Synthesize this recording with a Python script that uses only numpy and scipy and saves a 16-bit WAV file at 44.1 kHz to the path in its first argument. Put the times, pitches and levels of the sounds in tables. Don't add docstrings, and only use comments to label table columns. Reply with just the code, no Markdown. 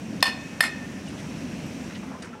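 import sys
import numpy as np
from scipy import signal
from scipy.fft import rfft, irfft
from scipy.io import wavfile
from scipy.ndimage import uniform_filter1d, map_coordinates

SR = 44100
rng = np.random.default_rng(int(sys.argv[2]) if len(sys.argv) > 2 else 0)


def wrap_up_sound(samples):
    columns = np.atleast_2d(samples).T
    tamed = np.clip(columns, -1, 1)
    steps = np.round(tamed * 32767).astype(np.int16)
    wavfile.write(sys.argv[1], SR, steps)


def amplitude_ratio(level_db):
    exponent = np.asarray(level_db, float) / 20
    return 10 ** exponent


N = 105840


def unit(x):
    return x / np.sqrt(np.mean(x ** 2) + 1e-20)


def along(points, hz):
    point_hz, value = np.transpose(points)
    return np.interp(np.log(hz + 1), np.log(point_hz + 1), value)


def curve(rows):
    row_s, value = np.transpose(rows)
    return np.interp(np.arange(N) / SR, row_s, value)


def wobble(rate_hz):
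    knots = rng.standard_normal(int(N * rate_hz / SR) + 4)
    return map_coordinates(knots, [np.arange(N) * rate_hz / SR])


def coloured(size, gain):
    spectrum = rfft(rng.standard_normal(size))
    return unit(irfft(spectrum * gain(np.fft.rfftfreq(size, 1 / SR)), size))


def rush(spectrum, patchy_db):
    noise = coloured(N + 1024, lambda hz: amplitude_ratio(along(spectrum, hz)))
    z = signal.stft(noise, nperseg=512)[2]
    field = uniform_filter1d(rng.standard_normal(z.shape), size=6, axis=0)
    field = uniform_filter1d(field, size=10, axis=1)
    patched = signal.istft(z * amplitude_ratio(patchy_db * unit(field)), nperseg=512)[1]
    return unit(patched[:N])


# time_s, level_db
ROAR_LEVEL = [(0.0, -35), (0.15, -34.5), (0.29, -36.5), (0.86, -37), (1.32, -33), (1.94, -36.5),
              (2.03, -35.5), (2.24, -39.5), (2.4, -47)]
# freq_hz, relative_db (per Hz)
ROAR_SPECTRUM = [(15, -68), (25, -40), (70, -8.5), (113, -8.5), (194, -0.5), (271, -1.5), (339, -11.5),
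                 (448, -22), (494, -16.5), (700, -21.5), (910, -42), (1540, -120)]


def flame_roar():
    level_db = curve(ROAR_LEVEL) + 0.54 * wobble(25.23)
    return amplitude_ratio(level_db) * rush(ROAR_SPECTRUM, patchy_db=-0.3)


# time_s, level_db
HISS_LEVEL = [(0.0, -44.5), (0.14, -44), (0.45, -43), (1.04, -43.5), (1.28, -42.5), (1.84, -42),
              (2.08, -45.5), (2.4, -53)]
# freq_hz, relative_db (per Hz)
HISS_SPECTRUM = [(350, 0), (600, -3.5), (758, -5), (1030, -6), (1160, -9), (1230, -10), (1330, -8),
                 (1640, -7.5), (2310, -7.5), (2570, -5.5), (3430, -14.5), (4910, -16.5), (5710, -10.5),
                 (7020, -18.5), (7620, -18.5), (13000, -32.5), (16000, -39)]


def air_hiss():
    level_db = curve(HISS_LEVEL) + 0.38 * wobble(7.57)
    return amplitude_ratio(level_db) * rush(HISS_SPECTRUM, patchy_db=0.75)


# freq_hz, relative_db (per Hz)
AIR_SPECTRUM = [(200, -21), (400, 11), (900, 2), (1500, -3), (3000, -12), (6000, -30), (12000, -39)]


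def yard_air():
    level_db, from_s, full_s = -48, 2, 2.02
    fade_in = curve([(from_s, 0), (full_s, 1)])
    return amplitude_ratio(level_db) * fade_in * rush(AIR_SPECTRUM, patchy_db=1.5)


# start_s, level_db, pitch_hz, t60_s
CLINKS = [(1.075, -36.5, 2870, 0.061), (1.084, -39.5, 8750, 0.043), (1.13, -56, 10600, .05),
          (1.66, -53, 12500, .06), (1.952, -43, 3000, .04), (1.96, -34.5, 1930, 0.04),
          (2.04, -35.5, 873, .06), (2.146, -37, 1030, 0.12), (2.223, -41.5, 4750, 0.066),
          (2.223, -42, 5780, .04), (2.224, -46, 8460, 0.045), (2.226, -44.5, 9300, 0.056),
          (2.33, -39.5, 1350, 0.13), (2.35, -39, 851, 0.13)]


def coal_clinks():
    attack_s = 0.0021
    out, t = np.zeros(N + SR), np.arange(SR // 4) / SR
    for start_s, level_db, pitch_hz, t60_s in CLINKS:
        envelope = amplitude_ratio(level_db - 60 * t / t60_s) * (1 - np.exp(-t / attack_s))
        out[round(start_s * SR):][:len(t)] += envelope * np.sin(2 * np.pi * pitch_hz * t)
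    return out[:N]


# start_s, length_s, level_db, centre_hz
SCUFFS = [(0.205, 0.0091, -40.5, 3960), (1.055, 0.1, -49.5, 4050), (1.127, 0.061, -43.5, 830),
          (1.166, 0.13, -56, 8900), (1.17, 0.077, -45.5, 2200), (1.899, 0.053, -42, 1850),
          (1.944, 0.045, -43, 2720), (2.024, .04, -46.5, 980), (2.07, 0.036, -55, 1100),
          (2.105, 0.11, -41.5, 874), (2.2193, .03, -45, 5400), (2.22, 0.033, -46.5, 2800),
          (2.224, 0.094, -43, 1410), (2.24, .06, -52.5, 6600), (2.322, 0.061, -48, 1200)]


def grit_scuffs():
    width_octaves, top_hz, grit_db, grit_hz = 0.67, 10600, 3, 401
    out, t = np.zeros(N + SR), np.arange(SR // 4) / SR
    for start_s, length_s, level_db, centre_hz in SCUFFS:
        def band(hz):
            octaves = np.log2((hz + 1) / centre_hz)
            return np.exp(-.5 * (octaves / width_octaves) ** 2 - (hz / top_hz) ** 4)

        u = t / length_s
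        grit = coloured(len(t), band) * amplitude_ratio(grit_db * wobble(grit_hz)[:len(t)])
        envelope = (1 - np.exp(-u / 0.093)) * np.exp(-3 * u ** 2)
        out[round(start_s * SR):][:len(t)] += amplitude_ratio(level_db) * envelope * grit
    return out[:N]


# freq_hz, t60_s
YARD_DECAY = [(500, 0.6), (2000, 0.56), (10000, 0.17)]
# delay_s, level_db
WALLS = [(0.0273, -13.5), (.05, -24)]


def yard(x):
    tail_db, tail_from_s = -17, 0.013
    wall_smear_s, wall_top_hz = 0.0018, 7100
    hz, t, z = signal.stft(rng.standard_normal(SR // 2), SR, nperseg=256)
    decay = amplitude_ratio(-60 * t / along(YARD_DECAY, hz)[:, None])
    tail = signal.istft(z * decay, SR, nperseg=256)[1]
    tail = amplitude_ratio(tail_db) * tail / np.linalg.norm(tail)
    tail = np.pad(tail, (round(tail_from_s * SR), 0))
    t = np.arange(SR // 20) / SR
    for delay_s, level_db in WALLS:
        echo = coloured(len(t), lambda hz: 1 / (1 + (hz / wall_top_hz) ** 2))
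        echo *= np.exp(-t / wall_smear_s)
        tail[round(delay_s * SR):][:len(t)] += amplitude_ratio(level_db) * echo / np.linalg.norm(echo)
    return x + signal.fftconvolve(x, tail)[:len(x)]


# freq_hz, relative_db (per Hz)
RATTLE_SPECTRUM = [(300, -16), (500, -8.5), (750, 0), (1300, -6), (2500, -1), (4300, -6.5), (6200, -14.5),
                   (8000, -11.5), (12500, -19.5), (15500, -39), (17000, -60)]


def rattle(t, fins_db):
    level_db, t60_s, fin_spacing_hz = -14.5, 0.13, 45

    def fin_gain(hz):
        peaks_db = np.interp(hz / fin_spacing_hz, np.arange(len(fins_db)), fins_db)
        return amplitude_ratio(along(RATTLE_SPECTRUM, hz) + peaks_db)

    envelope = amplitude_ratio(level_db - 60 * t / t60_s + 3.8 * wobble(321)[:len(t)])
    return envelope * coloured(len(t), fin_gain)


# freq_hz, relative_db (per Hz)
CRACK_SPECTRUM = [(240, -64), (400, -5), (1270, 3), (1760, -15), (3120, -4.5), (4380, -1), (5270, 0.5),
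                  (6640, -32), (11000, -14), (16000, -34)]


def crack(t):
    level_db, t60_s, rise_s = -11.5, 0.031, 0.0018
    envelope = amplitude_ratio(level_db - 60 * t / t60_s) * (1 - np.exp(-t / rise_s))
    return envelope * coloured(len(t), lambda hz: amplitude_ratio(along(CRACK_SPECTRUM, hz)))


# pitch_hz, t60_s, first_spot_db, second_spot_db (relative)
METAL_MODES = [(668, .09, -27, -30), (1306, 0.13, -27, -12.5), (1772, 0.26, -10, -9),
               (1800.5, 0.16, 0, 1.5), (1789, 1.1, -28.5, -23), (1802, 0.97, -28, -17.5),
               (1866, 0.13, -10.5, -5), (2508, 0.26, -11, -9.5), (2550, 0.93, -22.5, -23.5),
               (2725, 0.067, -9, -11), (3543, 0.15, -6, -12), (3582, 0.63, -28, -27),
               (3666, 0.11, -10, -14), (4190, 0.26, -16, -26), (4296, 0.11, -5.5, -9.5),
               (4560, .1, -11, -21), (5145, 0.12, -7, -11), (5060, .09, -29, -28), (5640, 0.11, -19, -28),
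               (7400, 0.19, -30, -19), (7580, 0.17, -37, -19.5), (8651, 0.14, -21, -14),
               (10890, 0.16, -16.5, -10), (12000, .1, -18, -26), (12700, 0.066, -35, -15.5)]


def metal_ring(t, spot):
    ring_db, attack_s = -16, 0.0011
    burst_db, burst_t60_s = 6.5, 0.062
    rough, rough_hz = .7, 65
    knot = np.arange(100)
    ring = np.zeros(len(t))
    for pitch_hz, t60_s, *spot_db in METAL_MODES:
        knots = rng.standard_normal((2, 100)) * np.minimum(knot, 1)
        in_phase, quadrature = [rough * np.interp(t * rough_hz, knot, k) for k in knots]
        phase = 2 * np.pi * (pitch_hz * t + rng.random())
        wavering = (1 + in_phase) * np.sin(phase) + quadrature * np.cos(phase)
        ring += amplitude_ratio(spot_db[spot] - 60 * t / t60_s) * wavering
    burst = 1 + amplitude_ratio(burst_db - 60 * t / burst_t60_s)
    return ring * amplitude_ratio(ring_db) * (1 - np.exp(-t / attack_s)) * burst


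# start_s, level_db
BLOWS = [(.2266, 0.5), (.6062, -1.65)]


def bar_blows():
    size = SR * 3 // 4
    out, t = np.zeros(N + size), np.arange(size) / SR
    fins_db = 3.5 * rng.standard_normal(1000)
    for spot, (start_s, level_db) in enumerate(BLOWS):
        blow = metal_ring(t, spot) + crack(t) + rattle(t, fins_db)
        out[round(start_s * SR):][:size] += amplitude_ratio(level_db) * yard(blow)
    return out[:N]


def scene():
    background = flame_roar() + air_hiss() + yard_air()
    ground = coal_clinks() + grit_scuffs()
    return (background + ground + bar_blows())[None]


def low_pass(x):
    return signal.sosfilt(signal.butter(12, 16510, fs=SR, output="sos"), x)


def record(dry):
    duck_from_db, duck_slope, duck_lag_s = -20, 1.15, .0045
    ceiling, low_cut_hz, top_hz = .9, 46, 15900
    pole = np.exp(-1 / (duck_lag_s * SR))
    power = signal.lfilter([(1 - pole) ** 2], [1, -2 * pole, pole ** 2], dry ** 2)
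    over_db = np.maximum(10 * np.log10(np.abs(power) + 1e-12) - duck_from_db, 0)
    held = dry * amplitude_ratio(-duck_slope * over_db)
    held = held / (1 + np.abs(held / ceiling) ** 4) ** .25
    hz = np.fft.rfftfreq(N, 1 / SR)
    band = (hz < top_hz) * hz ** 2 / (hz ** 2 + low_cut_hz ** 2)
    mix = irfft(rfft(held) * band, N)
    return low_pass(mix)


dry = scene()
out = record(dry)
wrap_up_sound(out)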